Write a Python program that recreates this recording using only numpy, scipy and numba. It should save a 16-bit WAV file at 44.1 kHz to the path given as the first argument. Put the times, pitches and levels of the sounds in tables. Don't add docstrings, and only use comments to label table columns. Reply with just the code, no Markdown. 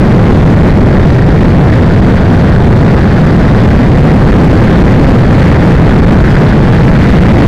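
import sys
import numpy as np
from scipy import signal
from scipy.fft import rfft, irfft
from scipy.io import wavfile
from scipy.ndimage import uniform_filter1d
from numba import njit

SR = 44100
rng = np.random.default_rng(int(sys.argv[2]) if len(sys.argv) > 2 else 0)


def to_wav(sig):
    pcm = np.clip(np.atleast_2d(sig), -1, 1) * 32767
    pcm = np.round(pcm).astype(np.int16)
    wavfile.write(sys.argv[1], SR, pcm.T)


def amplitude_ratio(level_db):
    exponent = np.asarray(level_db, float) / 20
    return 10 ** exponent


N = 329427


def unit_rms(x):
    return x / np.sqrt(np.mean(x ** 2))


@njit
def moving_bandpass(x, center_hz, width_hz):
    out = np.empty(len(x))
    band_state, low_state = 0., 0.
    for i in range(len(x)):
        g = np.tan(np.pi * center_hz[i] / SR)
        damping = width_hz / center_hz[i]
        band = (band_state + g * (x[i] - low_state)) / (1 + g * (g + damping))
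        band_state = 2 * band - band_state
        low_state = low_state + 2 * g * band
        out[i] = damping * band
    return out


def ringing_noise(center_hz, width_hz):
    once = moving_bandpass(rng.standard_normal(N), center_hz, width_hz)
    return unit_rms(moving_bandpass(once, center_hz, width_hz))


def wander(rate_hz):
    hold = int(SR / rate_hz)
    steps = np.repeat(rng.standard_normal(N // hold + 1), hold)
    slewed = uniform_filter1d(uniform_filter1d(steps, hold), hold)
    return unit_rms(slewed[:N])


def air_speed_db(t):
    start_m_s, accel_m_s2 = 27, .25
    return 20 * np.log10(1 + accel_m_s2 * t / start_m_s)


# (time [s], level [dB])
GUSTS = [
    (0, -1),
    (.5, 2),
    (3, 0.5),
    (3.5, -1),
    (4.5, 2.4),
    (6, 0),
]


def side_gusts_db(t):
    spread_s = 0.2
    return sum(db * np.exp(-.5 * ((t - s) / spread_s) ** 2) for s, db in GUSTS)


# (resonance [Hz], width [Hz], level [dB])
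HOLLOWS = [
    (764, 297, -4),
    (1495, 440, -5),
    (1813, 320, -7.5),
    (3340, 650, -18.5),
    (4560, 530, -22),
]


def whoosh(flow_db):
    puffs_db = 0.49 * wander(rate_hz=40.) + 0.33 * wander(rate_hz=9.)
    hollows = 0
    for hz, width_hz, db in HOLLOWS:
        flicker_db = 0.71 * wander(rate_hz=25.)
        drifting_hz = hz * (1 + 0.041 * wander(rate_hz=5.))
        hollows = hollows + amplitude_ratio(db + flicker_db) * ringing_noise(drifting_hz, 1.54 * width_hz)
    port = signal.butter(2, 6500, fs=SR, output="sos")
    return signal.sosfilt(port, hollows) * amplitude_ratio(flow_db + puffs_db)


# (time [s], push + or pull - [sign], length [ms])
SLAPS = [(.732, 1, 6), (1.959, -1, 6), (2.59, -1, 6.5), (4.024, 1, 6.5), (4.488, 1, 6), (5.063, 1, 6),
         (5.762, 1, 6), (5.771, -1, 5.5), (6.015, -1, 7.5), (6.052, -1, 5.5), (6.059, 1, 7), (6.103, 1, 7),
         (6.362, 1, 6), (6.709, 1, 5.5), (6.721, -1, 5.5), (6.826, 1, 6), (7.194, -1, 6.5), (7.201, 1, 7)]


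def slaps(t, rumble):
    slap_s, sign, length_ms = np.transpose(SLAPS)[:, :, None]
    place = np.clip((t - slap_s) / (length_ms / 1000 * 1.08), -1, 1)
    reach = np.cos(np.pi * place / 2)
    shapes = sign * reach * np.cos(np.pi * place)
    push = amplitude_ratio(11) * np.sum(shapes, axis=0)
    return push + rumble * (1 - reach.max(axis=0))


# (frequency [Hz], level [dB per Hz])
EDDIES = [(12, -7), (25, -5), (45, -2), (80, -0.38), (160, -0.18), (200, -2.5), (320, -10.5), (500, -18.5),
          (650, -26.5), (1000, -40.5), (2500, -48), (6000, -59), (10000, -72), (16000, -80)]


def buffeting(flow_db):
    hz = np.maximum(np.arange(N // 2 + 1) * SR / N, 1)
    eddy_hz, eddy_db = np.transpose(EDDIES)
    spectrum = amplitude_ratio(np.interp(np.log(hz), np.log(eddy_hz), eddy_db))
    eddies = irfft(rfft(rng.standard_normal(N)) * spectrum, N)
    shedding_hz = 146.0 * (1 + 0.1506 * wander(rate_hz=5.))
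    shedding = ringing_noise(shedding_hz, 58.8)
    rumble = unit_rms(unit_rms(eddies) + amplitude_ratio(-9) * shedding)
    return rumble * amplitude_ratio(flow_db + 0.6 * wander(rate_hz=10.))


def scene():
    t = np.arange(N) / SR
    speed_db = air_speed_db(t)
    buffet_power, whoosh_power = 1.74, 5.8
    rumble = buffeting(2.5 + buffet_power * speed_db + side_gusts_db(t))
    hiss = whoosh(-17.5 + whoosh_power * speed_db)
    return (slaps(t, rumble) + hiss)[None]


def band_limit(x):
    return signal.sosfilt(signal.butter(12, 16480, fs=SR, output="sos"), x)


def record(dry):
    rail, ceiling, coupling_hz = .712, .707, 1.3
    railed = np.clip(dry, -rail, rail)
    sagged = signal.lfilter([1, -1], [1, -np.exp(-2 * np.pi * coupling_hz / SR)], railed)
    wobble = amplitude_ratio(-35) * ringing_noise(np.full(N, 250.), 460.0)
    converted = np.clip(sagged + wobble, -ceiling, ceiling)
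    top_cut = signal.ellip(12, .02, 60, 15700, fs=SR, output="sos")
    finished = signal.sosfiltfilt(top_cut, converted)
    return band_limit(finished)


dry = scene()
out = record(dry)
to_wav(out)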